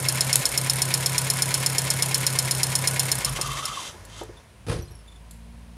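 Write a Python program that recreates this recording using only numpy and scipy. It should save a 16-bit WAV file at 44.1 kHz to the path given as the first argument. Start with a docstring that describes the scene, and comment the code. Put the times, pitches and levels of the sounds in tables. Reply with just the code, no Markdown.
"""A four-cylinder engine idles under an open bonnet: its exhaust booms with one weak cylinder, its valves and
pistons clatter, and a loud tappet ticks once in each cycle. Early on a stray spark snaps and the engine
misses for a beat. It is switched off and runs down with a rasping, squealing belt, then rocks back and knocks
on its mounts. A distant machine starts to hum and a thin squeak is heard; then a door shuts with a crash and
a thud, more squeaks follow, and the hum remains. Filtered noise, ringing modes and sine waves make it all."""
import sys
import numpy as np
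from scipy import signal
from scipy.fft import rfft, irfft
from scipy.io import wavfile
from scipy.ndimage import uniform_filter1d

SR = 44100
rng = np.random.default_rng(int(sys.argv[2]) if len(sys.argv) > 2 else 0)


def digitize_waveform(pressure):
    """Quantize a signal to 16-bit integers and store it at the path in sys.argv[1].

    Rows of a 2-D input are taken as channels; values are limited to [-1, 1].
    """
    field = np.atleast_2d(pressure).T
    bounded = np.clip(field, -1, 1)
    quanta = np.round(bounded * 32767).astype(np.int16)
    wavfile.write(sys.argv[1], SR, quanta)


N = 254438
TIME = np.arange(N) / SR

# puffs of the four cylinders: (share of the cycle after the tick, relative level [dB])
FIRING_PUFFS = [(0.087, 2), (0.338, 3.5), (0.592, 0), (0.842, -10)]
# resonances of the engine block: (frequency [Hz], width [Hz], height above the noise [dB])
BLOCK_PEAKS = [(425, 6.9, 2.5), (541, 11, 5.5), (985, 80, 8), (1054.5, 13.2, 7.5), (1469, 22, 12),
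               (1668, 22, 8.5), (1813, 50, 5.5), (2160, 28, 9), (2356, 55, 3), (2600, 40, 6)]
# resonances of the cylinder head: (frequency [Hz], width [Hz], height above the noise [dB])
HEAD_PEAKS = [(4300, 77, 3.3), (5310, 155, 12.2), (6130, 290, 4.7), (6800, 130, 8.8), (9200, 94, 1.3),
              (10980, 200, 2.1), (11770, 200, 3.3)]

IDLE_RPM, FIRST_TICK_S, STOP_S = 990, 0.0859, 3.89
# the ignition fails for a moment, and later it is switched off
MISS_S, MISS_LENGTH_S, SWITCH_OFF_S = 0.44, 0.086, 3.125
# gain of the running engine at idle speed, and its change down to standstill
RUMBLE_DB, RUMBLE_SLOW_DB = -37.5, -12


def from_db(db):
    """Turn decibels into a gain."""
    return 10 ** (np.asarray(db) / 20)


def rms_one(x):
    """Scale a signal to unit power."""
    return x / np.sqrt(np.mean(x ** 2) + 1e-20)


def white():
    """Fresh white noise."""
    return rng.standard_normal(N)


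def coloured(noise, colour, peaks=()):
    """Shape noise with a smooth spectrum and resonances on top, then scale it to unit power."""
    hz = np.arange(N // 2 + 1) * SR / N + 0.0011
    points, levels = np.transpose(colour)
    db = np.interp(np.log(hz), np.log(points), levels)
    for centre, width, height in peaks:
        db = db + height / (1 + (2 * (hz - centre) / width) ** 2)
    return rms_one(irfft(rfft(noise) * from_db(db), N))


def clicks(times, db):
    """Single-sample blows at the given times and levels."""
    at = np.round(np.asarray(times) * SR).astype(int)
    inside = (at >= 0) & (at < N)
    gains = from_db(db) * np.ones(len(at))
    return np.bincount(at[inside], gains[inside], N)


def dying(blows, decay_s):
    """Envelope of blows whose energies add up and die away."""
    energy = signal.lfilter([1], [1, -np.exp(-2 / (decay_s * SR))], blows ** 2 + 1e-18)
    return np.sqrt(energy)


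def ring(blows, modes):
    """Each blow sets the modes (frequency, level, time to fall 60 dB) ringing, with alternating signs."""
    out = np.zeros(N)
    for k, (hz, db, t60) in enumerate(modes):
        r, w = np.exp(-np.log(1000) / (t60 * SR)), 2 * np.pi * hz / SR
        feedback = [1, -2 * r * np.cos(w), r * r]
        out += (-1) ** k * from_db(db) * signal.lfilter([0, np.sin(w)], feedback, blows + 1e-18)
    return out


def resonate(x, hz, width):
    """A resonance with gain 1 at its peak."""
    r = np.exp(-np.pi * width / SR)
    forward = np.array([1, 0, -1]) * (1 - r * r) / 2
    feedback = [1, -2 * r * np.cos(2 * np.pi * hz / SR), r * r]
    return signal.lfilter(forward, feedback, x + 1e-18)


def flutter(rate, depth_db):
    """A gain that wanders between random values, drawn at this rate per second."""
    return from_db(depth_db * np.interp(TIME * rate, np.arange(N), white()))


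def swell(start, length, attack_s, release_s):
    """Rise, hold and fall; the rise comes before start, where the hold begins."""
    rise = np.maximum(start - TIME, 0) / attack_s
    fall = np.maximum(TIME - start - length, 0) / release_s
    return np.exp(-rise - fall)


def speed():
    """Crank speed as a share of idle: it idles, stumbles at the miss and runs down."""
    # (time [s], crank speed [rpm])
    crank_rpm = [(0.0, 979.3), (0.33, 993.1), (0.39, 924.4), (0.46, 985.2), (1.1, 997.2), (1.9, 996.9),
                 (2.45, 979.9), (2.85, 995.9), (3.131, 985.0), (3.33, 719.5), (3.6, 427.4), (3.89, 0.0)]
    return np.interp(TIME, *np.transpose(crank_rpm)) / IDLE_RPM


def by_speed(idle_db, slow_db):
    """A gain that changes by slow_db as the crank slows to a standstill."""
    return from_db(idle_db + slow_db * (1 - speed()))


def cycles():
    """Engine cycles, of two crank turns each, counted from the first tick."""
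    turned = np.cumsum(speed()) * IDLE_RPM / 120 / SR  # one cycle a second is 120 rpm
    return turned - np.interp(FIRST_TICK_S, TIME, turned)


def crank_times(shares):
    """When the crank passes these shares of its cycle, one row per cycle; -1 where it never does."""
    turned, turning = cycles(), TIME < STOP_S
    angles = np.arange(-1, turned[-1])[:, None] + np.asarray(shares)
    return np.interp(angles, turned[turning], TIME[turning], left=-1, right=-1)


def tick_times():
    """The tappet strikes at the start of each cycle."""
    s = crank_times([0]).ravel()
    return s[s > 0]


def every_cycle(shares, db, scatter_db, jitter_s):
    """Blows near fixed crank angles, repeated until the crank stops."""
    times = crank_times(shares)
    times = times + jitter_s * rng.standard_normal(times.shape)
    levels = db + scatter_db * rng.standard_normal(times.shape)
    return clicks(times.ravel(), levels.ravel())


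def cycle_noise(alike):
    """The same parts meet in each cycle, so a share of the noise power repeats."""
    starts = np.round(np.r_[0, tick_times()] * SR).astype(int)
    since = np.arange(N) - starts[np.searchsorted(starts, np.arange(N), side="right") - 1]
    return np.sqrt(alike) * white()[since] + np.sqrt(1 - alike) * white()


def stroke_swing(lag_share):
    """Swing of the load, from -1 to 1, with the four compression strokes of each cycle."""
    return np.cos(2 * np.pi * (len(FIRING_PUFFS) * cycles() - lag_share))


def tappet(tick_db=-4.5, tick_slow_db=-13, scatter_db=0.45, crack_db=-9, decay_s=0.0035,
           rebound_db=-6, rebound_s=0.0057, ring_db=-1, bay_db=-20, bay_decay_s=0.011):
    """A hard strike and its rebound crack as noise; the cover rings and the engine bay echoes."""
    # ring of the valve cover: (frequency [Hz], level [dB], time to fall 60 dB [s])
    cover_modes = [(3700, -39, 0.088), (4246, -24.5, 0.11), (4670, -42.5, .05), (5185, -8.5, 0.035),
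                   (6540, -19.5, 0.03), (7085, -13.5, 0.042), (8400, -30, .035), (8880, -19, 0.0345),
                   (9450, -15.5, 0.06), (10050, -18.5, 0.039), (10320, -20.5, .035), (12000, -24, 0.034),
                   (13600, -33, .04)]
    # colour of the crack: (frequency [Hz], level per hertz [dB])
    tick_colour = [(1000, -41.5), (2800, -15), (3600, -6), (5500, -2.5), (6200, -14.5), (8200, -5.5),
                   (9300, -1), (10500, -2), (12000, -8), (13000, -11), (14000, -27), (16000, -68.5)]
    s = tick_times()
    slowing = 1 - np.interp(s, TIME, speed())
    db = tick_db + tick_slow_db * slowing + scatter_db * rng.standard_normal(len(s))
    strikes = clicks(s, db)
    rebounds = clicks(s + rebound_s, db + rebound_db)
    echo = from_db(bay_db) * dying(strikes, bay_decay_s)
    envelope = np.hypot(dying(strikes + rebounds, decay_s), echo)
    crack = from_db(crack_db) * envelope * coloured(cycle_noise(alike=0.7), tick_colour, HEAD_PEAKS)
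    # the blow reaches each mode at a slightly different moment
    delays_s = rng.uniform(0.000619, 0.001864, len(cover_modes))
    ringing = sum(ring(clicks(s + late, db + ring_db), [mode]) for late, mode in zip(delays_s, cover_modes))
    return crack + ringing


def machinery(click_db=1, slow_click_db=-7, click_decay_s=0.0058, valve_lag_share=0.06,
              hiss_idle_db=-35.5, hiss_slow_db=-14, hiss_db=-4, hiss_release_s=0.15,
              clatter_db=-1, clatter_decay_s=0.02, rumble_db=1, rumble_release_s=0.071,
              settled_s=4.4, settling_db=-6):
    """Valves click and pistons clatter, as bursts of noise, over the steady rush of the running engine."""
    # two valves close per cylinder: (share of the cycle after the tick, first level [dB], second level [dB])
    valve_closings = [(.014, 8, 6.5), (0.24, -1, 7.5), (.503, 3.5, 6), (0.718, 2.5, 2)]
    # piston slap: (share of the cycle after the tick, relative level [dB])
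    piston_slaps = [(.073, 8.5), (.3, 1), (.44, 1.5), (.646, 5.5), (.72, 6.5)]
    # colours of click, clatter and rumble: (frequency [Hz], level per hertz [dB])
    click_colour = [(1500, -7.5), (3500, -6), (6200, -8.5), (7000, -2), (8200, -1), (9300, 5.5),
                    (11000, -0.5), (12800, -7.5), (13600, -3.5), (14400, -22.5), (16000, -47)]
    clatter_colour = [(200, -32.5), (550, -11), (800, -3), (1300, -8), (2200, -5), (3000, -2), (4200, -4.5),
                      (6000, -9.5), (8000, -4.5), (14000, -43)]
    rumble_colour = [(25, -29), (60, 1), (130, -5.5), (220, -3.5), (350, -2.5), (600, 0), (800, -5),
                     (1050, -5.5), (1350, -7), (1800, -6.5), (3000, -16.5), (6000, -12.5), (14000, -44)]
    # some rumble outlasts the crank, until the block rests on its mounts
    settling = from_db(np.interp(TIME, [STOP_S, settled_s], [0, settling_db]))
    settling = settling * swell(0, settled_s, 1, rumble_release_s)
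    rumble_gain = by_speed(RUMBLE_DB, RUMBLE_SLOW_DB) * settling
    hiss_gain = by_speed(hiss_idle_db, hiss_slow_db) * swell(0, STOP_S, 1, hiss_release_s)
    share, first_db, second_db = np.transpose(valve_closings)
    closings = every_cycle(np.r_[share, share + valve_lag_share], np.r_[first_db, second_db],
                           scatter_db=1.0, jitter_s=0.001)
    # a slowing cam sets the valves down more gently
    valves = by_speed(click_db, slow_click_db) * rms_one(dying(closings, click_decay_s))
    slaps = every_cycle(*np.transpose(piston_slaps), scatter_db=2.0, jitter_s=0.00082)
    pistons = rms_one(dying(slaps, clatter_decay_s))
    top = coloured(cycle_noise(alike=0.17), click_colour, HEAD_PEAKS)
    top = np.hypot(valves, from_db(hiss_db)) * top
    middle = coloured(cycle_noise(alike=0.31), clatter_colour, BLOCK_PEAKS + HEAD_PEAKS)
    middle = from_db(clatter_db) * pistons * middle
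    low = from_db(rumble_db) * coloured(cycle_noise(alike=0.42), rumble_colour, BLOCK_PEAKS)
    return hiss_gain * top + rumble_gain * (middle + low)


def gasp(gasp_db=-2.2, decay_s=0.017):
    """The engine chuffs in the later half of each cycle: bursts of noise, like gasps of air."""
    # gasps of air: (share of the cycle after the tick, relative level [dB])
    gasp_blows = [(0.532, 0.5), (0.721, 5.5), (.78, 4.5), (0.851, -14.5)]
    # (frequency [Hz], level per hertz [dB])
    gasp_colour = [(900, -6.5), (1600, -5), (2200, 4.5), (2600, -3), (3100, -6), (4500, -5), (8000, -24)]
    blows = every_cycle(*np.transpose(gasp_blows), scatter_db=1.2, jitter_s=0.001)
    envelope = rms_one(dying(blows, decay_s))
    air = coloured(cycle_noise(alike=0.25), gasp_colour, BLOCK_PEAKS)
    return by_speed(RUMBLE_DB + gasp_db, RUMBLE_SLOW_DB) * envelope * air


def drone_level(idle_db=-30.5, miss_db=-17, coast_db=-3.5, knee_share=0.6, stall_db=-26, change_s=0.012):
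    """The drone drops out at the miss, softens without ignition and collapses once the crank is slow."""
    missing = swell(MISS_S, MISS_LENGTH_S, change_s, change_s)
    coasting = swell(SWITCH_OFF_S, TIME[-1], change_s, change_s)
    stalling = np.maximum(1 - speed() / knee_share, 0)
    return from_db(idle_db + miss_db * missing + coast_db * coasting + stall_db * stalling)


def exhaust(shake_db=-43.5, shake_delay_s=0.055, shake_length_s=0.27, shake_attack_s=0.035,
            shake_release_s=0.26, stumble_db=-5):
    """Four puffs a cycle, one weak, boom in the pipe; the block shudders at the miss and as it slows."""
    # pipe resonances, each passed twice: (frequency [Hz], width of one pass [Hz], level [dB])
    pipe_modes = [(58.7, 13, -25.5), (102.9, 12, -13), (133.9, 17.2, 0.5), (164.5, 9.9, -11),
                  (233.9, 13, -22.5)]
    share, db = np.transpose(FIRING_PUFFS)
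    puffs = every_cycle(share, db, scatter_db=1.4, jitter_s=0.0001)
    boom = np.zeros(N)
    for k, (hz, width, level) in enumerate(pipe_modes):
        sign = (-1) ** (k // 2)  # the modes reach the opening with differing signs
        boom += sign * from_db(level) * resonate(resonate(puffs, hz, width), hz, width)
    boom = rms_one(boom)
    # even out the loudness over about an eighth of a second
    even = boom / np.sqrt(np.abs(uniform_filter1d(boom ** 2, size=5320)) + 0.005)
    shudder = rms_one(resonate(resonate(puffs, 52, 20), 47, 20))
    rocking = swell(SWITCH_OFF_S + shake_delay_s, shake_length_s, shake_attack_s, shake_release_s)
    stumbling = from_db(stumble_db) * swell(MISS_S, MISS_LENGTH_S, shake_attack_s, shake_attack_s)
    return drone_level() * even + from_db(shake_db) * (rocking + stumbling) * shudder


def snaps(room_decay_s=0.053):
    """The spark's crack and a few faint ticks: bursts of noise, each with a short echo."""
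    # spark first: (time [s], level [dB], decay [s], echo level relative to the snap [dB])
    snap_blows = [(0.3566, -1.5, 0.0018, -26), (4.051, -41, .006, -22), (4.234, -41.5, 0.004, -20),
                  (5.31, -39.5, 0.0045, -14.5)]
    # (frequency [Hz], level per hertz [dB])
    snap_colour = [(300, -11), (2000, -14), (4400, -1), (5500, -13.5), (7200, 3.5), (8600, 0.5), (10700, 4),
                   (13000, -5.5), (16000, -37)]
    envelope = np.zeros(N)
    for s, db, decay_s, room_db in snap_blows:
        echo = dying(clicks([s], db + room_db), room_decay_s)
        envelope += np.hypot(dying(clicks([s], db), decay_s), echo)
    return envelope * coloured(white(), snap_colour)


def rasp(rasp_db=0.9, release_s=0.029, surge_db=6.0, surge_lag_share=0.051, ring_db=-6, ring_width_hz=35):
    """The dragging belt scrapes, harder at each compression stroke, and sets the pulley ringing."""
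    # rubs of the belt as the engine runs down, then as the crank rocks back: (hold start [s], hold length [s],
    # attack [s], relative level [dB])
    belt_rubs = [(3.262, .015, .02, -37.5), (3.36, 0.0058, 0.0033, -37.5), (3.423, 0.46, 0.022, -38.5),
                 (4.101, 0.035, 0.017, -54.5), (4.186, .02, 0.036, -44)]
    # (frequency [Hz], level per hertz [dB])
    belt_colour = [(400, -14), (700, -10), (1000, -7.5), (1300, -2.5), (1650, -13), (2400, -10), (3200, -3),
                   (3800, -10), (4700, -9), (6000, -8.5), (9800, -13.5), (13000, -28), (15000, -43)]
    # pulley and bracket: (frequency [Hz], width in the scrape [Hz], height or ring level [dB])
    pulley_peaks = [(2064, 110, 8.5), (2680, 90, 5), (3136, 150, 5), (3560, 110, 9), (3915, 68, 8.5),
                    (4660, 150, 3), (5940, 170, 5.5), (6600, 150, 5), (7100, 160, 0), (7800, 180, 3),
                    (10100, 400, 5)]
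    scrape = coloured(white(), belt_colour, pulley_peaks) * flutter(rate=600, depth_db=1.5)
    ringing = sum(from_db(db) * resonate(white(), hz, ring_width_hz) for hz, _, db in pulley_peaks)
    ringing = coloured(ringing, belt_colour)
    drag = sum(from_db(db) * swell(s, length, attack_s, release_s) for s, length, attack_s, db in belt_rubs)
    surge = from_db(rasp_db + surge_db * speed() * stroke_swing(surge_lag_share))
    return surge * drag * (scrape + from_db(ring_db) * ringing)


def squeal(squeal_db=-2, width_hz=50, swing_hz=45, swing_lag_share=0.88, attack_s=0.011, release_s=0.021):
    """The belt sticks and slips; its pitch swings with the compression strokes."""
    # (hold start [s], hold length [s], middle pitch [Hz], relative level [dB])
    belt_squeals = [(3.278, .014, 1195, -33.5), (3.367, .012, 1090, -34), (3.426, 0.18, 1162, -33),
                    (3.625, 0.095, 1216, -35.5), (3.772, 0.046, 1065, -35.5)]
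    swing = swing_hz * stroke_swing(swing_lag_share)
    # uneven slipping widens the squeal into a hoarse band
    blur = [(width_hz, 0), (2 * width_hz, -7), (10 * width_hz, -32), (4000, -80)]
    slip = coloured(white(), blur) + 1j * coloured(white(), blur)
    out = np.zeros(N)
    for s, length, hz, db in belt_squeals:
        phase = 2 * np.pi * np.cumsum(hz + swing) / SR
        tone = np.real(slip * np.exp(1j * phase))
        out += from_db(squeal_db + db) * swell(s, length, attack_s, release_s) * tone
    return out


def mount_knocks():
    """The engine bumps its mounts; a softer contact spreads its push and wakes only the low modes."""
    # (time [s], level [dB], contact time: longer is softer [s])
    mount_bumps = [(3.388, 1.5, 0.00024), (3.94, -12.5, 0.00026), (4.212, 3, 0.00053), (4.23, -3, 0.00045),
                   (4.292, 2, 0.0013)]
    # (frequency [Hz], level [dB], time to fall 60 dB [s])
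    mount_modes = [(352, -33, 0.092), (435, -39, 0.17), (470, -38, 0.064), (525, -39.5, 0.2),
                   (587, -35.5, 0.08), (755, -34.5, 0.085), (866, -37.5, 0.16), (954, -37, 0.083),
                   (1240, -34, .05), (1650, -34, 0.049)]
    bumps = np.zeros(N)
    for at, db, contact_s in mount_bumps:
        push = np.exp(-(2 * (TIME - at) / contact_s) ** 2)
        bumps += from_db(db) * push / push.sum()
    return ring(bumps, mount_modes)


def door(crash_decay_s=0.041, room_db=-21, room_decay_s=0.13):
    """The door meets its seal, latches and settles: a crash of noise, and thuds of the ringing panel."""
    # (time [s], crash level [dB], thud level [dB])
    door_blows = [(4.666, -36.5, -44), (4.684, -29.5, -37), (4.696, -26.5, -25.5), (4.714, -28.5, -23.5),
                  (4.758, -48, -23), (4.789, -46, -23), (4.83, -59, -32), (4.905, -54, -38)]
    # (frequency [Hz], level per hertz [dB])
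    door_colour = [(18, -49), (30, -25), (92, 1), (167, -3), (195, -21), (253, -5.5), (426, -9), (472, -4),
                   (680, -17), (735, -16), (3410, -24), (4780, -24), (7430, -32.5), (10200, -25),
                   (15000, -63)]
    # (frequency [Hz], level [dB], time to fall 60 dB [s])
    panel_modes = [(49.6, -16, 0.42), (82, -4.5, 0.22), (106, -1.5, 0.14), (146, -12.5, 0.33),
                   (349.3, -15, 0.23), (436, -20, 0.15)]
    s, crash_db, thud_db = np.transpose(door_blows)
    blows = clicks(s, crash_db)
    echo = from_db(room_db) * dying(blows, room_decay_s)
    envelope = np.hypot(dying(blows, crash_decay_s), echo)
    crash = envelope * coloured(white(), door_colour) * flutter(rate=220, depth_db=1.5)
    # the whole panel is pushed one way, so its modes start with the same sign
    thud = sum(ring(clicks(s, thud_db), [mode]) for mode in panel_modes)
    return crash + thud


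def squeaks(length_s=0.0065, fall_per_s=2.6, fade_db=-2.4, third_db=-9, top_hz=11500,
            room_db=-5, room_decay_s=0.022):
    """Runs of short falling whistles with overtones, each weaker than the last, blurred by the room."""
    # (time [s], count, gap [s], first pitch [Hz], pitch step [Hz], level [dB], octave relative level [dB])
    squeak_runs = [(4.375, 1, .04, 3550, 0, -51.5, -19), (4.757, 2, .036, 5840, 550, -51, -17),
                   (4.828, 3, 0.029, 5820, -850, -51, -4), (4.915, 3, .04, 5650, -190, -50.5, 0),
                   (5.083, 3, .039, 3550, -20, -50, -10)]
    out = np.zeros(N)
    for s, count, gap, hz, step, db, octave_db in squeak_runs:
        for k in range(round(count)):
            near = np.abs(TIME - s - k * gap) < 0.04
            t = TIME[near] - s - k * gap
            pitch = hz + k * step
            phase = 2 * np.pi * pitch * (t - fall_per_s * t * t / 2)
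            octave = from_db(octave_db) * np.sin(2 * phase)
            # leave out a third harmonic that would lie too high
            third = from_db(third_db) * (3 * pitch < top_hz) * np.sin(3 * phase)
            bump = from_db(db + k * fade_db) * np.exp(-(t / length_s) ** 2)
            out[near] += bump * (np.sin(phase) + octave + third)
    out = out * flutter(rate=480, depth_db=5.5)
    room = white() * np.exp(-TIME / room_decay_s)
    return out + from_db(room_db) * signal.fftconvolve(out, room / np.linalg.norm(room))[:N]


def background(attack_s=0.081, release_s=0.057, air_db=-51):
    """A distant machine hums, as four wavering harmonics, in the still air of the workshop."""
    # (time [s], fundamental pitch [Hz])
    hum_pitch = [(4.9, 53.5), (5.25, 55.7), (5.45, 57.36), (5.77, 58.1)]
    # (hold start [s], hold length [s], fundamental [dB], second harmonic [dB], third and fourth [dB])
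    hum_spells = [(4.053, .26, -47.5, -50.5, -78), (4.66, 0.65, -46.5, -58.5, -67),
                  (5.334, .45, -44.5, -62, -55)]
    # colour of the air noise: (frequency [Hz], level per hertz [dB])
    air_colour = [(41, -38), (70, 1.5), (198, -8), (311, -17.5), (734, -17.5), (822, -21.5), (984, -16),
                  (1180, -22.5), (2220, -23.5), (2490, -24), (7520, -34), (9860, -28.5), (11600, -38),
                  (15500, -45.5)]
    phase = 2 * np.pi * np.cumsum(np.interp(TIME, *np.transpose(hum_pitch))) / SR
    spells = [np.outer(from_db(db), swell(s, length, attack_s, release_s)) for s, length, *db in hum_spells]
    first, second, upper = np.max(spells, axis=0)
    hum = np.zeros(N)
    for k, gain in enumerate([first, second, upper, upper]):
        hum += gain * np.sin((k + 1) * phase) * flutter(rate=28, depth_db=1.5)
    # the square root of two turns the sines' levels into rms levels
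    return np.sqrt(2) * hum + from_db(air_db) * coloured(white(), air_colour)


def scene():
    """The engine, its belt and mounts, the door, the squeaks and the background, added in one channel."""
    engine = tappet() + machinery() + gasp() + exhaust() + snaps()
    stopping = rasp() + squeal() + mount_knocks()
    surroundings = door() + squeaks() + background()
    return (engine + stopping + surroundings)[None]


def record(dry, bass_cut_hz=40, top_cut_hz=15700):
    """The deepest bass is filtered out, the highest peaks are rounded and the top is cut."""
    bass_cut = signal.butter(4, bass_cut_hz, "high", fs=SR, output="sos")
    thin = signal.sosfilt(bass_cut, dry)
    rounded = 0.9 * np.tanh(thin / 0.9)
    top_cut = signal.ellip(10, 0.1, 80, top_cut_hz, fs=SR, output="sos")
    return signal.sosfilt(top_cut, rounded)


dry = scene()
out = record(dry)
digitize_waveform(out)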